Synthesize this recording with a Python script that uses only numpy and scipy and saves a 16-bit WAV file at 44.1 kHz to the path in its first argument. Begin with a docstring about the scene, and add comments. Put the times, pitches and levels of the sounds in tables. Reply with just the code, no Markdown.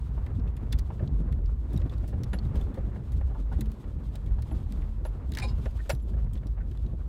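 """Inside a car creeping along a stony grass track. From the start the cabin air booms near 50 Hz (a gliding
tone and noise), road noise rumbles and stones crunch (shaped noise and short grains), over a faint high tone.
Soon wheels drop with thuds, and trim knocks and ticks (dying tones and noise bursts); from 2.3 s a small metal
part rings at times (groups of modes), and at 3.6 s and 4.9 s the floor pan hums (a dying tone). Near 5.4 s loose
metal bounces and jangles (ringing modes and a rasp); from 5.8 s trim creaks briefly (rubbed resonances)."""
import sys
import numpy as np
from scipy import signal
from scipy.fft import rfft, irfft, next_fast_len
from scipy.io import wavfile
from scipy.ndimage import uniform_filter1d, map_coordinates

SR = 44100
rng = np.random.default_rng(int(sys.argv[2]) if len(sys.argv) > 2 else 0)


def log_audio(samples):
    """Write samples as a 16-bit WAV file to the path given in sys.argv[1]."""
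    # one column per channel
    frames = np.atleast_2d(samples).T
    # limit to full scale, then quantise
    limited = np.clip(frames, -1, 1)
    pcm = np.round(limited * 32767).astype(np.int16)
    wavfile.write(sys.argv[1], SR, pcm)


N = 312228  # length in samples


def amp(db):
    """Gain of a level in dB."""
    return 10 ** (np.asarray(db) / 20)


def unit(x):
    """x at rms 1."""
    return x / np.sqrt(np.mean(x ** 2) + 1e-20)


def noise(length):
    """White noise."""
    return rng.standard_normal(length)


def seconds(length):
    """Sample times of a sound lasting this many seconds."""
    return np.arange(int(SR * length)) / SR


def decay(t, t60):
    """A steady die-away that falls 60 dB in t60 seconds."""
    return amp(-60 * t / t60)


def soft_start(t, rise_s):
    """A quick but smooth rise from silence to full strength."""
    return 1 - np.exp(-t / rise_s)


def slow_start(t, rise_s):
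    """A rise that begins gently, then swells to full strength."""
    return 1 - np.exp(-(t / rise_s) ** 2)


def sine(hz, t):
    """A pure tone of fixed pitch."""
    return np.sin(2 * np.pi * hz * t)


def gliding_sine(hz):
    """A pure tone whose pitch changes from sample to sample."""
    return np.sin(2 * np.pi * np.cumsum(hz) / SR)


def curves(rows):
    """One value per sample for each column after the time."""
    times, *columns = np.transpose(rows)
    return [np.interp(np.arange(N) / SR, times, column) for column in columns]


def wobble(rate):
    """A smooth random curve, rate knots a second."""
    knots = noise(int(N * rate / SR) + 4)
    return map_coordinates(knots, [np.arange(N) * rate / SR])


def coloured(x, points):
    """x through a spectrum of (frequency [Hz], gain [dB]) points on a log axis."""
    m = next_fast_len(len(x) + 8192)
    hz, db = np.transpose(points)
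    bins = np.fft.rfftfreq(m, 1 / SR)
    gain = amp(np.interp(np.log(bins + 1), np.log(hz + 1), db))
    return irfft(rfft(x, m) * gain, m)[:len(x)]


def add(track, s, sound):
    """Mixes a sound in at s seconds."""
    part = track[round(s * SR):][:len(sound)]
    part += sound[:len(part)]


def ring(modes, t, scatter_db):
    """One blow on a set of modes (natural tones of an object), each at a new random strength."""
    total = np.zeros(len(t))
    for hz, db, t60 in modes:
        total += amp(db + rng.normal(0, scatter_db)) * decay(t, t60) * sine(hz, t)
    return total


LUMPS_DB = 1.8  # size of the slow random swells of boom and suspension

# Path of the cabin boom: (time [s], pitch [Hz], level [dB])
BOOM_PATH = [(0.0, 54.3, -39), (0.04, 55.6, -32.5), (0.47, 58.96, -30), (0.63, 51.9, -34.5),
             (0.71, 51.7, -40), (0.75, 55.2, -25.5), (0.87, 60.5, -36), (1.01, 60.2, -36), (1.05, 58, -65),
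             (1.14, 55.35, -24.5), (1.22, 49, -32.5), (1.48, 48.3, -27.5), (1.62, 52.13, -33.5),
             (1.81, 52, -29.5), (1.93, 49.8, -34.5), (2.15, 48.1, -28), (2.27, 56.07, -35.5),
             (2.38, 48.64, -37), (2.66, 51.22, -25), (2.74, 48.4, -50), (2.8, 48.1, -25), (2.98, 53.2, -47),
             (3.06, 59.7, -39), (3.14, 63.96, -34), (3.23, 60.8, -28), (3.37, 51.22, -32.5),
             (3.69, 50.9, -32.5), (3.82, 45.5, -54), (3.86, 44.5, -37), (4.0, 49.3, -35),
             (4.26, 50.33, -34.5), (4.36, 54.4, -26.5), (4.51, 57.1, -47), (4.57, 50.7, -26),
             (4.65, 46.1, -35.5), (4.79, 41.63, -33), (5.17, 45.97, -34.5), (5.28, 54.5, -36),
             (5.4, 47.6, -34), (5.56, 48.25, -30.5), (5.64, 52.42, -33), (5.84, 56.1, -33),
             (6.13, 48.04, -32), (6.7, 50.6, -32), (6.98, 50.7, -35.5), (7.08, 56, -29)]


def boom():
    """The lowest cabin mode, dragged about by engine firing and bumps, with a rough skirt of noise."""
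    hz, db = curves(BOOM_PATH)
    glide = gliding_sine(hz * (1 + 0.0838 * wobble(22)))
    skirt_shape = [(20, -25.0), (36, -3.5), (50, -7.0), (66, -2.0), (90, -12.5), (200, -85)]
    skirt = unit(coloured(noise(N), skirt_shape))
    tone = unit(amp(0.7 * wobble(24) + LUMPS_DB * wobble(9)) * glide)
    return amp(db) * (tone + 0.72 * skirt)


def jolts(rate, t60):
    """Small stones under the tyres: soft random bumps of level, about rate a second."""
    kicks = (rng.random(N) < rate / SR) * rng.exponential(size=N)
    t = seconds(1 / 8)
    return signal.fftconvolve(kicks, decay(t, t60) * soft_start(t, 0.0038))[:N]


# Road noise before it is shaken: (time [s], suspension level [dB], floor pan level [dB],
# tyre crunch level [dB], rustle level [dB])
ROAD_LEVELS = [(0.0, -33, -48, -53, -69.5), (0.43, -33.5, -45.5, -53.5, -74.5),
               (0.85, -36, -43.5, -54, -70.5), (1.14, -37, -43.5, -55, -72.5),
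               (1.56, -39, -45.5, -58, -75.5), (1.73, -38, -41.5, -52, -68.5),
               (1.89, -31, -42.5, -54.5, -72), (2.62, -36.5, -42.5, -51, -69),
               (2.78, -36.5, -43, -51, -71.5), (3.1, -32, -45, -54, -70), (3.35, -36.5, -46, -56.5, -71.5),
               (3.84, -42.5, -46.5, -55, -70.5), (4.4, -33, -45.5, -55.5, -71),
               (4.79, -40.5, -44, -55.5, -70), (5.15, -35, -53.5, -56, -72),
               (5.32, -35.5, -41.5, -56.5, -69), (5.52, -34.5, -42, -54, -65.5),
               (5.72, -35.5, -49.5, -52, -66.5), (5.96, -52, -47.5, -61, -70.5),
               (6.17, -33.5, -43, -56, -73.5), (6.56, -38, -47, -60, -74.5), (7.08, -36.5, -45, -56.5, -72)]
# Tone colour of each path of road noise: (frequency [Hz], relative level [dB])
SUSPENSION_SHAPE = [(13, -27), (22, -12), (38, -12), (59, 2.5), (108, -4), (134, -7), (172, -25),
                    (216, -18), (260, -32.5), (340, -64), (570, -120)]
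PAN_SHAPE = [(76, -53), (130, -1.5), (219, -8), (274, -11.5), (700, -31.5), (910, -47), (1540, -120)]
CRUNCH_SHAPE = [(240, -2.5), (400, 0.5), (650, -9), (890, -9), (1110, -9.5), (2660, -27), (3460, -38.5),
                (4500, -44), (5850, -57), (9900, -120)]
RUSTLE_SHAPE = [(1470, -10), (2500, -3.5), (3480, -1), (5640, -9.5), (8170, -9.5), (9570, -13.5),
                (15100, -16), (16100, -30), (16500, -56)]


def road():
    """Four paths of road noise; stones shake them partly together, partly each alone."""
    suspension_db, pan_db, crunch_db, rustle_db = curves(ROAD_LEVELS)
    shared, drops = jolts(70, 0.065), shake()

    def shaken(shape, depth, lumpy_db, drop_share):
        """Noise made uneven by stones, coloured by its path, then shaken by the wheel drops."""
        hiss = noise(N)
        stony = 1 + depth * (shared + jolts(60, 0.052))
        rough = hiss * stony * amp(lumpy_db * wobble(30))
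        return (1 + drop_share * drops) * unit(coloured(rough, shape))

    lumps = amp(suspension_db + LUMPS_DB * wobble(9))
    suspension = lumps * shaken(SUSPENSION_SHAPE, depth=0.045, lumpy_db=0.52, drop_share=0.92)
    pan = amp(pan_db) * shaken(PAN_SHAPE, depth=0.36, lumpy_db=2.97, drop_share=0.75)
    crunch = amp(crunch_db) * shaken(CRUNCH_SHAPE, depth=0.48, lumpy_db=2.46, drop_share=0.2)
    rustle = amp(rustle_db) * shaken(RUSTLE_SHAPE, depth=0.32, lumpy_db=3.0, drop_share=0.12)
    return suspension + pan + crunch + rustle


# Stone grains, one row for large and one for small stones: (grains per second [1/s], smallest level [dB]
# before crunch and pitch shift it, level range [dB], centre pitch [Hz], pitch spread [octaves],
# cycles to fall 20 dB [cycles])
COARSE_STONES = (260, -62, 13, 900, .6, 4)
FINE_STONES = (340, -76, 13, 2500, .45, 3)


def grit(rate, least_db, range_db, centre_hz, octaves, life):
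    """Single stones crunch under the tyres: short damped grains, following the tyre crunch."""
    crunch_db = curves(ROAD_LEVELS)[2]
    chance = rng.random((round(rate * N / SR), 2))
    start = (chance[:, :1] * N).astype(int)
    size = chance[:, 1:] ** 3  # mostly small, now and then large
    hz = centre_hz * 2 ** (octaves * noise((len(chance), 1)))
    k = np.arange(SR // 40)
    cycles = hz * k / SR
    follow_db = crunch_db[start] - crunch_db.mean()
    db = least_db + range_db * size + follow_db - 6 * np.log2(hz / centre_hz)
    grains = amp(db - 20 * cycles / life) * np.sin(2 * np.pi * cycles)
    return np.bincount((start + k).ravel(), grains.ravel())[:N]


# Wheel drops: (time [s], level [dB], pitch [Hz])
WHEEL_DROPS = [(0.191, -27, 103.5), (0.383, -22, 242), (0.465, -26, 101), (0.734, -25.5, 219),
               (0.89, -22, 126), (1.024, -11, 107), (1.134, -18, 103.7), (1.255, -24, 194),
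               (1.319, -16.5, 127), (1.756, -14, 121), (1.837, -25, 118), (2.122, -28, 122.5),
               (2.154, -28, 96.7), (2.337, -19, 176), (2.388, -33, 146), (2.45, -20, 147),
               (2.51, -17.5, 104.1), (2.556, -20.5, 126), (2.87, -30.5, 257), (3.152, -23, 139.4),
               (3.527, -22, 116), (3.575, -30, 144), (3.588, -24.5, 302), (3.616, -17, 121),
               (3.968, -24, 154.7), (4.146, -34, 102.4), (4.285, -43, 101.9), (4.516, -29, 290),
               (4.526, -16.5, 130), (4.708, -24, 198.9), (5.408, -23, 128), (5.601, -26.5, 100.3),
               (5.931, -13, 122), (6.043, -26, 102.8), (6.216, -54, 117), (6.71, -22.5, 105.7),
               (6.845, -19.5, 100.3)]
# The floor pan hums by itself: (time [s], level [dB])
PAN_HUMS = [(3.59, -32.5), (4.86, -43.5)]
PAN_HUM_HZ, PAN_HUM_T60_S = 215.3, 0.7
THUMP_DB, THUMP_T60_S = -22, 0.083  # rough thump under the pitched thud


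def thuds():
    """A wheel drops: soft cycles of the floor pan over a rough thump; at two moments the pan hums by itself."""
    out, t = np.zeros(N), seconds(1 / 2)
    thump_shape = [(60, -21), (180, -8.5), (350, 6.0), (600, -27.5), (1200, -21.5), (20000, -88)]
    for s, db, hz in WHEEL_DROPS:
        thump = amp(THUMP_DB) * decay(t, THUMP_T60_S) * unit(coloured(noise(len(t)), thump_shape))
        thud = decay(t, 0.063) * sine(hz, t)
        add(out, s, amp(db) * soft_start(t, 0.0057) * (thud + thump))
    hum = decay(t, PAN_HUM_T60_S) * soft_start(t, 0.006) * sine(PAN_HUM_HZ, t)
    for s, db in PAN_HUMS:
        add(out, s, amp(db) * hum)
    return out


SHAKE_LEAD_S = 0.03  # the shaking starts before the wheel lands
SHAKE_RISE_S, SHAKE_T60_S = 0.045, 0.21
SHAKE_REFERENCE_DB = -32  # a wheel drop at this level shakes with strength 1, before rise and decay


def shake():
    """How hard the body shakes around the wheel drops."""
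    strength, t = np.zeros(N), seconds(1 / 3)
    swell = decay(t, SHAKE_T60_S) * slow_start(t, SHAKE_RISE_S)
    for s, db, _ in WHEEL_DROPS:
        add(strength, s - SHAKE_LEAD_S, amp(db - SHAKE_REFERENCE_DB) * swell)
    return strength


# Resonances of the dashboard panels: (frequency [Hz], width [Hz], level [dB])
PANEL_MODES = [(383, 40, 6), (540, 50, 8), (617, 50, 10), (782, 40, 7), (892, 35, 6), (1150, 200, -12),
               (1411, 60, 3), (1668, 80, 5), (1772, 50, 4), (2181, 80, 2), (2588, 60, 2), (2806, 60, 6)]


def panelled(x):
    """x with the resonances of the dashboard panels laid over it."""
    m = next_fast_len(len(x) + 8192)
    f = np.fft.rfftfreq(m, 1 / SR)
    response = 0.5  # the part that passes unchanged in tone
    for hz, width, db in PANEL_MODES:
        response = response + amp(db) * 1j * f * width / (hz * hz - f * f + 1j * f * width)
    return irfft(rfft(x, m) * response, m)[:len(x)]


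# Hollow knocks of panels: (time [s], level [dB], pitch [Hz], relative level of the upper lobe [dB],
# length of the contact [s])
PANEL_KNOCKS = [(0.175, -39.5, 910, -15, 0.006), (0.903, -32.5, 870, -19.5, 0.0037),
                (.992, -45, 1270, -13, 0.01), (1.004, -33, 580, -32, 0.0099),
                (1.029, -37.5, 630, -21, 0.0097), (1.385, -43, 666, -17, .004),
                (1.489, -45, 1110, -21, .004), (1.814, -38, 603, -29, 0.0035),
                (2.037, -36, 640, -16, 0.0025), (2.126, -35.5, 493.5, -18, 0.014),
                (2.331, -28.5, 579, -6, 0.0087), (2.552, -37, 804, -15, 0.005),
                (2.6, -42.5, 851.6, -15, .006), (2.745, -47, 1133, -30, 0.0028),
                (2.772, -28, 500, -34, 0.0075), (2.96, -36.5, 497, -17, 0.0026),
                (3.209, -37.5, 731, -12, 0.0064), (3.285, -46, 794.6, -18, 0.03),
                (3.345, -39, 915, -26, 0.019), (3.38, -51, 914.5, -10, 0.0085),
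                (3.515, -36.5, 1008, -18, 0.017), (3.585, -41, 665, -22, 0.0051),
                (3.84, -40, 539, -7.5, 0.0052), (4.151, -39, 658, -9, 0.0027),
                (4.385, -38, 950, -22, 0.0018), (4.4, -52, 900, -10, 0.0076),
                (4.457, -47, 1035, -27, 0.0076), (4.513, -36, 750, -27, 0.0096),
                (5.052, -26, 538, -17.5, 0.0013), (5.371, -27.5, 572, 7, 0.0033),
                (5.42, -45, 1000, -20, 0.024), (5.444, -30.5, 492, -47, 0.0044),
                (5.659, -26.5, 459.7, -13, 0.0049), (5.894, -22, 633, -6, 0.0013),
                (5.8955, -18.5, 615, -5.5, 0.011), (6.134, -42, 592, -15, 0.0084),
                (6.175, -47, 697, -9, .015), (6.428, -45.5, 653, -7, 0.0071),
                (6.569, -44, 612, -15.5, 0.017), (6.934, -40.5, 569.5, -33, 0.0075)]
KNOCK_T60_S = 0.052  # counted from the end of the contact


def knocks():
    """A soft blow: noise around a pitch through the panel modes, swelling and holding during the contact."""
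    out, t = np.zeros(N), seconds(1 / 8)
    for s, db, hz, upper_db, contact_s in PANEL_KNOCKS:
        after = np.maximum(t - contact_s, 0)
        envelope = amp(-60 * (after / KNOCK_T60_S) ** 1.08) * soft_start(t, 0.00014 + 0.13 * contact_s)
        shape = [(hz / 2.9, -22), (hz / 1.42, -5), (hz, 0), (hz * 1.17, -4),
                 (hz * 1.17 + 250, min(-6, upper_db + 17.0)), (1900, upper_db - 0.5),
                 (2400, upper_db - 5.5), (4000, upper_db - 13.0), (20000, -90)]
        blow = envelope * panelled(coloured(noise(len(t)), shape))
        even = np.linalg.norm(envelope) / np.linalg.norm(blow)  # evens out the luck of the noise
        add(out, s, amp(db) * 0.34 * even * blow)
    return out


# Dry ticks of trim: (time [s], level [dB], relative level of the hollow body [dB],
# relative level of the treble [dB], snap centre [Hz], nominal decay [s], scaled and limited in ticks())
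TRIM_TICKS = [(.2633, -42.5, -4.5, -19, 3240, 0.05), (.396, -49, -7, -36, 4030, .036),
              (.4753, -47.5, -16, -34, 2980, 0.048), (.5665, -44, -8.5, -11.5, 3340, 0.066),
              (.7234, -30, -19, -25, 4600, 0.024), (.7262, -24, -14, -17, 3760, 0.049),
              (.7805, -48, -25, -23, 5270, .025), (.7872, -30, -20, -18, 4386, 0.047),
              (.7935, -36, -17, -12, 4560, 0.025), (.993, -58, 1, -30, 3085, 0.055),
              (1.0762, -41, -22, -42, 4060, 0.022), (1.3244, -43, -6.5, -13.5, 3680, 0.047),
              (1.4596, -44, -16, -34, 3926, 0.028), (1.49, -73, 4, -21, 3146, 0.038),
              (1.705, -54, -25, -35, 3900, .025), (1.731, -45.5, -21, -9.5, 3300, 0.14),
              (1.7624, -43, -11, -28, 3860, 0.051), (1.7753, -40.5, -10, -10, 3950, 0.03),
              (1.8165, -40.5, -2, -40, 2500, 0.024), (1.8961, -43.5, -17, -24, 3400, 0.062),
              (1.9375, -44.5, -13, -31, 4050, 0.047), (1.9803, -47, -20, -14, 3962, 0.037),
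              (2.0776, -47.5, -16, -6.5, 4820, 0.14), (2.2345, -34, -13, -14, 4840, 0.03),
              (2.2418, -38, -23, -18, 4345, 0.024), (2.3322, -34, -12.5, -21, 3437, 0.074),
              (2.387, -37, -23, -26, 3750, 0.035), (2.452, -48, -25, -15, 3770, 0.047),
              (2.5563, -39, -18, -18.5, 3240, 0.13), (2.6115, -43, -11, -14, 3320, 0.05),
              (2.7422, -47.5, -11, -15, 3713, 0.22), (3.1194, -47, -16, -10, 3460, 0.14),
              (3.209, -56.5, 1, -16, 3333, 0.074), (3.5253, -46, -10.5, -17.5, 3307, 0.14),
              (3.6088, -32.5, -10.5, -7, 3534, 0.047), (3.6576, -44, -19, -17.5, 3090, 0.066),
              (3.7172, -45, -8, -8, 4113, 0.029), (4.1555, -38, -13, -12, 4180, 0.049),
              (4.261, -48.5, -12, -17, 3500, 0.19), (4.391, -52, -8, -25, 3600, 0.032),
              (4.4214, -38.5, -12, -13.5, 4026, 0.046), (4.5104, -50, -11, -18, 3000, 0.086),
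              (4.482, -58, -20, -7, 4000, .04), (4.661, -54, -25, -30, 3700, .03),
              (4.7227, -40, -2.5, -11, 3920, 0.023), (4.8186, -51.5, 4, -23, 3470, 0.044),
              (5.0504, -39.5, -27, -16.5, 3155, 0.17), (5.147, -59, -25, -30, 4676, 0.036),
              (5.293, -65, -20, 3, 3940, 0.023), (5.3196, -35.5, -8, -11.5, 4140, 0.033),
              (5.3368, -34, -19, -18, 3700, 0.035), (5.3498, -28.5, -14, -18.5, 4900, 0.045),
              (5.372, -26, -10, -16.5, 3930, 0.04), (5.3857, -25.5, -3, -16, 5250, 0.023),
              (5.3979, -29.5, -5, -18, 4630, 0.046), (5.656, -37.5, -2.5, -21, 4536, 0.035),
              (5.7096, -47, -16, -16, 3370, 0.059), (5.894, -27, -12, -11, 3452, 0.11),
              (5.9, -20, -30, -17.5, 4530, 0.066), (5.9497, -45, -19, -10.5, 4170, 0.042),
              (6.333, -46.5, -29, -7, 3130, 0.1), (6.354, -43, -15, -28, 3427, 0.079),
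              (6.3754, -47, -9, -19, 3142, 0.04), (6.4692, -42, -26, -16.5, 4590, 0.05),
              (6.7126, -43.5, -17, -18, 3116, 0.052), (6.773, -45, -3, -17, 3634, 0.019),
              (6.8638, -45.5, -18, -37, 3397, 0.036)]
# Modes of the trim: (frequency [Hz], decay by 60 dB [s])
TRIM_MODES = [(2600, .05), (3240, .022), (3500, .04), (3820, .025), (4010, .022), (4350, .022),
              (4720, .022), (4980, .02), (5600, .02)]
FAINT_TICKS = 36  # how many faint ones fall at random
TICK_RISE_S, CRACK_T60_S = 0.00064, 0.0057
TICK_CLOSES = 1.4  # above 1 the decay steepens as it goes
BODY_RISE_S = 0.0032  # the hollow behind the trim answers a tick late
TREBLE_T60_SHARE = 0.73  # the treble dies sooner
SNAP_RING, SNAP_FALL_DB = 0.085, 20  # share of the trim's ring; its loss per octave from the snap centre


def ticks():
    """A sharp crack, a short ring of the trim and a burst that dies in the cabin's padding."""
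    out, t = np.zeros(N), seconds(1 / 8)
    # random rows between these limits, columns as in TRIM_TICKS
    faint = rng.uniform([0, -76, -20, -30, 3000, .03], [N / SR - .1, -68, -8, -10, 4500, .05],
                        size=(FAINT_TICKS, 6))

    def closing(life):
        """A decay that steepens as it goes."""
        return amp(-60 * (t / life) ** TICK_CLOSES)

    def fall(t60):
        """A quick crack, then a longer tail."""
        return 0.5 * closing(np.clip(t60, .01, .13) / 1.41) + 2.0 * decay(t, CRACK_T60_S)

    for s, db, body_db, top_db, snap_hz, t60 in [*TRIM_TICKS, *faint]:
        hollow = [(300, body_db - 33), (800, body_db + 5.5), (1300, body_db + 4.5), (1900, body_db + 14.5),
                  (2500, body_db + 5.5), (3300, body_db - 3), (16000, body_db - 54.5)]
        plastic = [(600, -50), (snap_hz * .5, -13), (snap_hz * 0.76, -5), (snap_hz, -1.5),
                   (snap_hz * 1.15, -4), (7500, -18), (16000, -60)]
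        treble = [(3000, top_db - 36.0), (6000, top_db + 0.5), (7400, top_db + 5.5),
                  (11000, top_db + 3.5), (15600, top_db - 1), (16400, top_db - 7)]
        body = coloured(noise(len(t)), hollow) * closing(np.clip(0.67 * t60, .01, .1))
        body *= slow_start(t, BODY_RISE_S)
        burst = coloured(noise(len(t)), plastic) * fall(t60)
        burst += coloured(noise(len(t)), treble) * fall(TREBLE_T60_SHARE * t60)
        modes = [(hz, -SNAP_FALL_DB * abs(np.log2(hz / snap_hz)), life) for hz, life in TRIM_MODES]
        snap = SNAP_RING * ring(modes, t, scatter_db=8.0)
        add(out, s, amp(db) * (body + burst + snap) * soft_start(t, TICK_RISE_S))
    return out


# Loose metal slides: (time [s], level [dB], slide length [s], decay by 60 dB of the contacts at its end [s])
SLIDES = [(5.384, -54, 0.0023, 0.025), (5.389, -59, 0.0016, 0.033), (5.417, -45, 0.021, .06),
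          (5.478, -57, 0.01196, 0.056)]
# Modes of the loose bunch: (frequency [Hz], relative level [dB], decay by 60 dB [s])
BUNCH_MODES = [(834, 3, .2), (1020, 2, .16), (1230, -7, .12), (1640, -11, .12), (2240, -10, .2),
               (2430, 1, .08), (2800, -10, .24), (3180, -13, .08), (3610, -6, .1), (3870, -1, .1),
               (3994, -4, .13), (4180, -6, .1), (4400, -4, .11), (4590, -11, .12), (5000, 0, .1),
               (5320, -9, .11), (6160, -20, .08), (6578, -16, .1), (6760, -13, 0.11), (7100, -12, 0.089),
               (7165, -10, .1), (7440, -9, .1), (7612, -10, .1), (7919, -15, 0.092), (8242, -19, .08),
               (8800, -17, .08), (9399, -13, .09), (9641, -16, .09), (9991, -15, .11)]
BUNCH_SCATTER_DB = 2.5
BUNCH_ROUGH = 0.55  # share of rattle in each mode's ring


def jangle():
    """The loose bunch lands and slides: a spray of tiny contacts keeps ringing its many modes over a rasp."""
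    out, t = np.zeros(N), seconds(1 / 3)
    rasp_shape = [(500, -28), (1000, -2), (3000, -25), (4000, -3), (4700, -8), (6000, -12),
                  (7300, -17.0), (9500, -10), (11000, -9), (16000, -14.5)]
    for s, db, length, t60 in SLIDES:
        spray = noise(len(t)) * rng.exponential(size=len(t))
        chatter = spray * decay(np.maximum(t - length, 0), t60)
        chatter = chatter / np.linalg.norm(chatter)
        rung = np.zeros(len(t))
        for mode in BUNCH_MODES:
            blow = ring([mode], t, BUNCH_SCATTER_DB)
            blow *= 1 + BUNCH_ROUGH * unit(uniform_filter1d(noise(len(t)), size=150))
            # the contacts spread the ringing in time; the mode keeps its strength
            rung += unit(signal.fftconvolve(chatter, blow)[:len(t)]) * blow.std()
        add(out, s, amp(db) * (rung + 35 * coloured(chatter, rasp_shape)))
    return out


# Rings of the metal part: (time [s], level [dB], relative level of its lowest mode [dB],
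# of its middle modes [dB], of its top mode [dB])
METAL_RINGS = [(2.331, -38.5, -34, -9, -25), (4.513, -45, -29, -17, -21), (5.0552, -46, -30, -28, -10),
               (5.6567, -58, -25, -3, -11), (5.8978, -39, -20, 2, -9), (5.9143, -40, -16, -1, -7),
               (5.929, -50, -5, -20, -20), (6.0184, -53, -25, -13, -12)]
# Modes of the metal part: (frequency [Hz], relative level [dB], decay by 60 dB [s]);
# rows: two main modes, the lowest, two middle ones, the top one
METAL_MODES = [(11110, 0, .06), (11176, -12, .06), (5852, -10, .16), (7325, 1, .055), (9700, -6, .07),
               (13088, -8, .13)]
PING_SCATTER_DB = 2.5
PING_ROUGH = 0.25  # share of rattle in the ring


def pings():
    """A small metal part is shaken for a few ms, so its ring swells before it dies."""
    out, t = np.zeros(N), seconds(1 / 5)
    groups = [METAL_MODES[:2], METAL_MODES[2:3], METAL_MODES[3:5], METAL_MODES[5:]]
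    for s, db, low_db, middle_db, top_db in METAL_RINGS:
        sound = np.zeros(len(t))
        for group_db, modes in zip([0, low_db, middle_db, top_db], groups):
            sound += amp(group_db) * ring(modes, t, PING_SCATTER_DB)
        rattle = 1 + PING_ROUGH * unit(uniform_filter1d(noise(len(t)), size=60))
        add(out, s, amp(db) * slow_start(t, 0.0065) * rattle * sound)
    return out


# Short creaks of trim: (time [s], peak level [dB], length of the rub [s])
TRIM_CREAKS = [(5.791, -41.5, 0.015), (5.853, -55, 0.011), (6.604, -50, 0.021)]
# Resonances that creak: (frequency [Hz], width [Hz], relative level [dB])
CREAK_RESONANCES = [(1552, 62, 7), (1821, 66, 6)]


def creaks():
    """Trim rubs for a moment and sounds two narrow resonances."""
    out, t = np.zeros(N), seconds(1 / 10)
    ringing = np.zeros(len(t))
    for hz, width, db in CREAK_RESONANCES:
        ringing += amp(db) * np.exp(-np.pi * width * t) * sine(hz, t)
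    for s, db, length in TRIM_CREAKS:
        rub = signal.fftconvolve(noise(len(t)) * (t < length), ringing)[:len(t)]
        add(out, s, amp(db) * rub / np.abs(rub).max())
    return out


WHINE_HZ, WHINE_DB = 11330, -93  # centre pitch and level


def whine():
    """A thin, unsteady high tone: its pitch and level drift a little at random."""
    return amp(WHINE_DB + 1.5 * wobble(6.6)) * gliding_sine(WHINE_HZ + 35 * wobble(25))


def scene():
    """Everything in the cabin, mixed to one channel."""
    rolling = boom() + road() + (grit(*COARSE_STONES) + grit(*FINE_STONES))
    blows = thuds() + knocks() + ticks()
    return (rolling + blows + creaks() + pings() + jangle() + whine())[None]


TOP_HZ = 16500


def record(dry):
    """Keeps nothing above the band limit: frequencies from TOP_HZ up are cut away."""
    m = next_fast_len(N + 8192)
    kept = np.fft.rfftfreq(m, 1 / SR) < TOP_HZ
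    return irfft(rfft(dry, m) * kept, m)[:, :N]


dry = scene()
out = record(dry)
log_audio(out)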